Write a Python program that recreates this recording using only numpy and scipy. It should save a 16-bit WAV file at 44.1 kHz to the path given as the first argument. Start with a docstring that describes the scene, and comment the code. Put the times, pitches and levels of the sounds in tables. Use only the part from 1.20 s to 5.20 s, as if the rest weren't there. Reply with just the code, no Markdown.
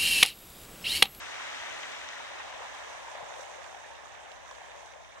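"""A small wave fizzes out on the left, on the shore of a calm sea; its wash runs on to the right,
gurgling and slowly ebbing. Each wash is a swarm of ringing bubbles on a bed of noise: large ones
gurgle, smaller ones crackle, the finest hiss as foam. Single bubbles plop and droplets tick over a
faint, distant rumble with a few soft bumps.
The two microphone channels are of opposite polarity, so the bass is very wide."""
import sys
import numpy as np
from scipy import signal
from scipy.fft import rfft, irfft, next_fast_len
from scipy.io import wavfile
from scipy.ndimage import uniform_filter1d, map_coordinates

SR = 44100
rng = np.random.default_rng(int(sys.argv[2]) if len(sys.argv) > 2 else 0)


def bounce(signal):
    """Save signal as a 16-bit WAV file at the path given by the first command-line argument."""
    frames = np.transpose(np.atleast_2d(signal))
    limited = np.clip(frames, -1, 1)
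    pcm = np.round(limited * 32767).astype(np.int16)
    wavfile.write(sys.argv[1], SR, pcm)


N = 176400

# colour of the right wash at the microphones (frequency [Hz], left gain [dB], right gain [dB])
RIGHT_COLOUR = [(99, -47, -38), (333, -10.5, -12.5), (557, 2, -4.5), (1013, -3, -4), (1210, -10, -5.5),
                (1830, -14, -5.5), (2190, -10.5, -12), (3000, -18.5, -15), (3740, -16.5, -14.5),
                (4100, -27.5, -20), (5050, -36, -20.5), (6120, -32, -14), (9150, -36, -27),
                (11900, -47, -40), (13000, -39, -41), (15200, -48, -38.5)]
# direction of the right wash (frequency [Hz], phase lead of the left channel [rad])
RIGHT_LEAD = [(100, 2), (450, 3.5), (700, 1), (1000, -0.83), (1400, -2.5), (1750, -6.5), (2400, -9),
              (3000, -13.5), (4000, -14.5)]
# likeness of the two channels in the right wash (frequency [Hz], coherence [0-1])
RIGHT_COHERENCE = [(300, 0.78), (900, 0.79), (1400, 0.85), (2000, 0.32), (4000, 0.34), (6000, 0.041)]


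def left_wash():
    """On the left a wave has tipped over: dense small bubbles swell, hold and fizz out."""
    # colour at the microphones (frequency [Hz], left gain [dB], right gain [dB])
    colour = [(97, -23.5, -18.5), (304, -8.5, -6.5), (597, -2, -5.5), (870, -9, -3), (1290, -6, -2),
              (1790, 0, -5), (2300, -3.2, -5), (2710, -3.5, -12), (3810, -6, -12), (5200, -26.5, -14),
              (5970, -26.5, -9.5), (8360, -29, -20), (11560, -44.5, -37.5), (15500, -45, -37.5)]
    # direction (frequency [Hz], phase lead of the left channel [rad])
    lead = [(100, 3), (450, 3.4), (850, 0.62), (1300, 0.23), (1900, 1.32), (2500, 2.32), (4000, 2.63),
            (6000, 7.75)]
    # likeness of the two channels (frequency [Hz], coherence [0-1])
    coherence = [(300, 0.95), (1000, 0.73), (2400, 0.69), (3200, 0.29), (4200, 0.66), (7000, 0.066)]
    crest_db, rise_db, crest_s, hold_s, fall_db_per_s = -40, 1.5, 0.23, 0.36, 8.5
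    t = np.arange(N) / SR
    swell_db = -rise_db * np.maximum(1 - t / crest_s, 0)
    fade_db = -fall_db_per_s * np.maximum(t - crest_s - hold_s, 0)
    bubbles = froth(hz=(504, 9030), cycles=14, spread_db=3.8, rise=0.035, noise_db=6, count=7000, size=200)
    fizz = placed(patchy(bubbles, depth_db=0.9), colour, lead, coherence)
    return amp(crest_db + swell_db + fade_db) * (fizz + amp(-23) * tinkle())


def right_wash():
    """The wash runs on along the shore: gurgle in the lows, spray in the middle, foam on top."""
    # spray and foam run out to the right, then drift back (time [s], left minus right [dB])
    drift = [(0, 1), (2, 0.5), (2.5, -1.5), (2.8, -0.5), (3.3, 1), (3.9, 1)]
    gurgle_top_hz, foam_from_hz = 1050, 4650
    low = lambda hz: np.sqrt(rolloff(hz, gurgle_top_hz))
    high = lambda hz: np.sqrt(1 - rolloff(hz, foam_from_hz))
    middle = lambda hz: np.sqrt(np.abs(1 - low(hz) ** 2 - high(hz) ** 2))
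    return gurgle(low) + panned(curve(drift)) * (spray(middle) + foam(high))


def gurgle(band):
    """Large bubbles gurgle, bright as the wash runs up and deeper as it ebbs."""
    # swell and ebb of the gurgle (time [s], level [dB])
    level = [(0, -54.5), (.4, -56), (.9, -52), (1.25, -48), (1.43, -46.5), (1.58, -49.5), (1.85, -48.5),
             (1.93, -48.5), (2.02, -44.5), (2.1, -46), (2.2, -47.5), (2.45, -48.5), (2.8, -50), (3, -50),
             (3.25, -51), (3.6, -50.5), (3.76, -51.5), (3.86, -53.5), (4, -54.5)]
    # extra gain on its smaller bubbles (time [s], gain [dB])
    brightness = [(0, 5), (1, -4), (1.7, 4.6), (2.4, 0.5), (3.6, -3.3)]
    large = froth(hz=(439.6, 1440), cycles=14.6, spread_db=1.5, rise=0.23, noise_db=0,
                  count=1400, size=1500)
    bubbling = on_right(large, band)
    upper = filtered(bubbling, lambda hz: 1 - rolloff(hz, corner_hz=950))
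    lower = bubbling - upper
    return amp(curve(level) + 0.26 * wobble(21.9)) * (lower + amp(curve(brightness)) * upper)


def spray(band):
    """Smaller bubbles crackle in clouds, and a few tinkle on."""
    # surges of the spray (time [s], level [dB])
    level = [(0, -54), (.25, -46.5), (.55, -52.5), (.9, -49.5), (1.2, -47), (1.55, -46.5), (1.85, -48),
             (2, -47), (2.22, -48), (2.4, -50), (2.65, -50.5), (2.9, -51.5), (3.25, -51), (3.35, -49),
             (3.63, -51.5), (3.78, -54), (4, -52.5)]
    small = froth(hz=(1005, 4410), cycles=16.3, spread_db=-0.5, rise=0.14, noise_db=3,
                  count=2000, size=450)
    crackle = on_right(patchy(small, depth_db=1.2), band)
    return amp(curve(level) + 0.29 * wobble(22.7)) * (crackle + amp(-14.5) * tinkle())


def foam(band):
    """The finest bubbles merge into a hiss."""
    # surges of the hiss (time [s], level [dB])
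    level = [(0, -57.5), (1.25, -62), (1.55, -55.5), (1.9, -57), (2.12, -57), (2.2, -55), (2.29, -57.5),
             (2.45, -58.5), (2.62, -60), (2.74, -60), (2.85, -61), (3.26, -61.5), (3.33, -58), (3.42, -60),
             (3.66, -60), (3.76, -62.5), (4, -62)]
    finest = froth(hz=(4050, 11000), cycles=23, spread_db=2.5, rise=0.089, noise_db=1,
                   count=4000, size=200)
    hiss = on_right(patchy(finest, depth_db=1.0), band)
    return amp(curve(level) + 0.92 * wobble(25.14)) * hiss


def plops():
    """Single bubbles ring out; they reach the left microphone later, with opposite sign."""
    # (time [s], level [dB], pitch [Hz], ring [cycles], left minus right [dB], left lag [s])
    bubbles = [(0.339, -28, 1840, 23, 0, 0.0002), (0.932, -27, 1910, 30, -1, 0.00021),
               (1.001, -32.5, 916, 43, 1, 0.00047), (1.199, -24.5, 990, 12, -2, .00045),
               (1.208, -33, 2370, 40, 1, 0.0005), (1.406, -31, 510, 20, 4, 0.00047),
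               (1.881, -26.5, 930, 21, 3, .00059), (1.951, -33, 590, 26, 6, 0.00062),
               (1.953, -33, 1850, 40, 0, 0.00035), (1.978, -31, 990, 22, 1, .00059),
               (2.011, -33.5, 1016, 64, 0, 0.00051), (2.193, -31, 534, 29, 4, 0.00046),
               (2.384, -35, 540, 27, 2, .0004), (2.545, -33, 780, 25, 8, .00055),
               (2.721, -33, 950, 17, 2, .00062), (2.856, -32, 1190, 16, -4, .00064),
               (3.113, -38.5, 620, 29, 7, 0.00054), (3.312, -29, 1020, 22, -2, 0.00056),
               (3.517, -36, 2430, 40, 0, 0.0004), (3.553, -34, 707, 27, 4, 0.00044),
               (3.654, -36.5, 705, 22, 10, .00046), (3.761, -39, 610, 22, 7, 0.00046),
               (3.922, -44, 2260, 140, -2, 0.00031)]
    trim_db = -3
    out, t = np.zeros((2, N)), np.arange(SR // 12) / SR
    for start, db, hz, cycles, pan_db, lag_s in bubbles:
        left, right = panned(pan_db) * amp(db + trim_db) * bubble(t, hz, cycles, rise=0.036)
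        add(out[0], start + lag_s, -left)
        add(out[1], start, right)
    return out


def droplets():
    """Droplets strike the water with a short, bright burst in the colour of the right wash."""
    # (time [s], level [dB], band centre [Hz], time to fall 60 dB [s], left minus right [dB])
    strikes = [(.6, -41, 5300, .026, 4), (.632, -27, 3000, 0.019, 8), (.72, -32.5, 4800, .026, 3),
               (0.888, -32, 4600, 0.016, -2), (1.185, -38.5, 3860, .08, 1), (1.203, -31.5, 1590, .08, 5),
               (1.42, -33.5, 1110, 0.17, 0), (1.545, -45, 7000, .04, -3), (2.139, -32, 2800, .02, 3),
               (2.208, -41, 6500, 0.056, 0), (2.44, -39.5, 3000, 0.047, -6), (2.547, -31, 1900, 0.018, -5),
               (2.752, -41, 4000, .04, 0), (2.95, -40, 3020, .045, -5), (3.117, -38.5, 4200, .022, -4),
               (3.311, -40.5, 5000, 0.031, -4), (3.349, -46, 4800, .08, 0), (3.659, -43.5, 4500, .035, 0),
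               (3.736, -38.5, 3500, .02, 9), (3.847, -38.5, 2900, .022, 4)]
    width_octaves = 0.7
    out, t = np.zeros((2, N)), np.arange(SR // 8) / SR
    hz = np.fft.rfftfreq(len(t), 1 / SR)
    colour = channel_gains(RIGHT_COLOUR, hz)
    for start, db, centre_hz, t60, pan_db in strikes:
        band = colour * np.exp(-(np.log2((hz + 1) / centre_hz) / width_octaves) ** 2 / 2)
        noise = rng.standard_normal((2, len(t)))
        burst = unit(irfft(rfft(noise) * band, len(t)))
        envelope = (1 - np.exp(-t * centre_hz)) * amp(db - 60 * t / t60)
        add(out, start, panned(pan_db) * burst * envelope / 2)
    return out


def tinkle():
    """A few small bubbles ring on clearly, at rms 1."""
    rings = froth(hz=(1600, 4210), cycles=120, spread_db=1, rise=0.067, noise_db=-36, count=70, size=3500)
    return on_right(rings)


def bumps():
    """A few soft, low bumps, the same in both channels."""
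    # (time [s], strength [dB], pitch [Hz])
    thuds = [(0.412, -39, 70), (1.345, -40, 62), (2.028, -37, 144), (3.186, -42, 65)]
    t60_s = 0.018
    out, t = np.zeros((2, N)), np.arange(SR // 10) / SR
    for start, db, hz in thuds:
        add(out, start, amp(db) * bubble(t, hz, cycles=t60_s * hz, rise=0))
    return out


def rumble():
    """A steady rumble in the distance, mostly of opposite sign in the two channels."""
    # (frequency [Hz], relative spectral level [dB])
    spectrum = [(20, -15), (40, -13), (57, 1), (75, -2), (110, -9.5), (170, -14.5), (300, -13), (900, -53)]
    level_db, coherence = -60, 0.89
    opposed, alike = filtered(rng.standard_normal((2, N)), lambda hz: amp(along(spectrum, hz)))
    angle = np.arccos(coherence) / 2
    return amp(level_db) * unit(np.sin(angle) * alike + np.cos(angle) * np.array([opposed, -opposed]))


def bubble(t, hz, cycles, rise):
    """A damped ring that falls 60 dB in so many cycles while its pitch climbs by the fraction rise."""
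    age = t * hz / cycles
    onset = 1 - np.exp(-2 * t * hz)
    return np.sin(2 * np.pi * hz * t * (1 + rise * age / 2)) * amp(-60 * age) * onset


def froth(hz, cycles, spread_db, rise, noise_db, count, size):
    """Two unrelated swarms of bubbles, size samples each, on noise (noise_db compares the two per Hz)."""
    low_hz, high_hz = hz
    swarms = []
    for when, pitch, rarity in rng.random((2, 3, count, 1)):
        ring_hz = low_hz + (high_hz - low_hz) * pitch
        strength = np.sqrt(ring_hz) * amp(-spread_db * np.log(np.maximum(rarity, .02)))
        sign = rng.choice([-1, 1], (count, 1))
        rings = sign * strength * bubble(np.arange(size) / SR, ring_hz, cycles, rise)
        samples = (when * N).astype(int) + np.arange(size)
        swarms.append(np.bincount(samples.ravel(), rings.ravel(), N)[:N])
    band_share = (high_hz - low_hz) / (SR / 2)
    return unit(np.array(swarms)) * np.sqrt(band_share) + amp(noise_db) * rng.standard_normal((2, N))


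def patchy(pair, depth_db):
    """Bubbles come in clouds: patches of random gain over pitch and time."""
    spectra = signal.stft(pair, nperseg=512)[2]
    clouds = uniform_filter1d(rng.standard_normal(spectra.shape[1:]), size=7, axis=0)
    clouds = uniform_filter1d(clouds, size=9, axis=1)
    return signal.istft(spectra * amp(depth_db * unit(clouds)), nperseg=512)[1][:, :N]


def placed(pair, colour, lead, coherence, band=np.ones_like):
    """Give two unrelated signals the colour, direction and width of a wash at the microphones, rms 1."""
    def width(hz):
        angle = np.arccos(np.clip(along(coherence, hz), 0, 1)) / 2
        return band(hz) * np.array([np.cos(angle), np.sin(angle)])

    def arrival(hz):
        return channel_gains(colour, hz) * np.exp(np.outer([.5j, -.5j], along(lead, hz)))

    mid, side = filtered(pair, width)
    return unit(filtered(np.array([mid + side, mid - side]), arrival))


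def on_right(pair, band=np.ones_like):
    """Place a pair of signals in the right wash."""
    return placed(pair, RIGHT_COLOUR, RIGHT_LEAD, RIGHT_COHERENCE, band)


def channel_gains(colour, hz):
    """Left and right gains from a colour table."""
    return amp([along(colour, hz, column=1), along(colour, hz, column=2)])


def panned(pan_db):
    """Gains of the two channels for a left minus right level."""
    return amp(np.array([[.5], [-.5]]) * pan_db)


def amp(db):
    """Decibels to gain."""
    return 10 ** (np.asarray(db) / 20)


def unit(x):
    """Scale to rms 1."""
    return x / np.sqrt(np.mean(x ** 2) + 1e-20)


def along(rows, hz, column=1):
    """One column of a table, read on a log frequency axis."""
    table = np.transpose(rows)
    return np.interp(np.log(hz + 1), np.log(table[0] + 1), table[column])


def curve(rows):
    """(time [s], value) rows as one value per sample."""
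    return np.interp(np.arange(N) / SR, *np.transpose(rows))


def wobble(rate):
    """A smooth random curve, rate knots a second."""
    return map_coordinates(rng.standard_normal(1024), [np.arange(N) * rate / SR], mode="mirror")


def rolloff(hz, corner_hz):
    """A steep low-pass shape, one half at the corner."""
    return 1 / (1 + (hz / corner_hz) ** 10)


def filtered(x, response):
    """Filter x by a complex response of frequency."""
    size = next_fast_len(N + 8192)
    return irfft(rfft(x, size) * response(np.fft.rfftfreq(size, 1 / SR)), size)[..., :N]


def add(out, start_s, sound):
    """Mix a short sound in at its start time."""
    part = out[..., round(start_s * SR):][..., :sound.shape[-1]]
    part += sound[..., :part.shape[-1]]


def scene():
    """The shore: both washes with their plops and droplets, over the bumps and the distant rumble."""
    return left_wash() + right_wash() + plops() + droplets() + bumps() + rumble()


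def record(dry):
    """The recorder keeps nothing above its band limit."""
    top_hz = 15700
    return filtered(dry, lambda hz: hz < top_hz)


dry = scene()
out = record(dry)
bounce(out)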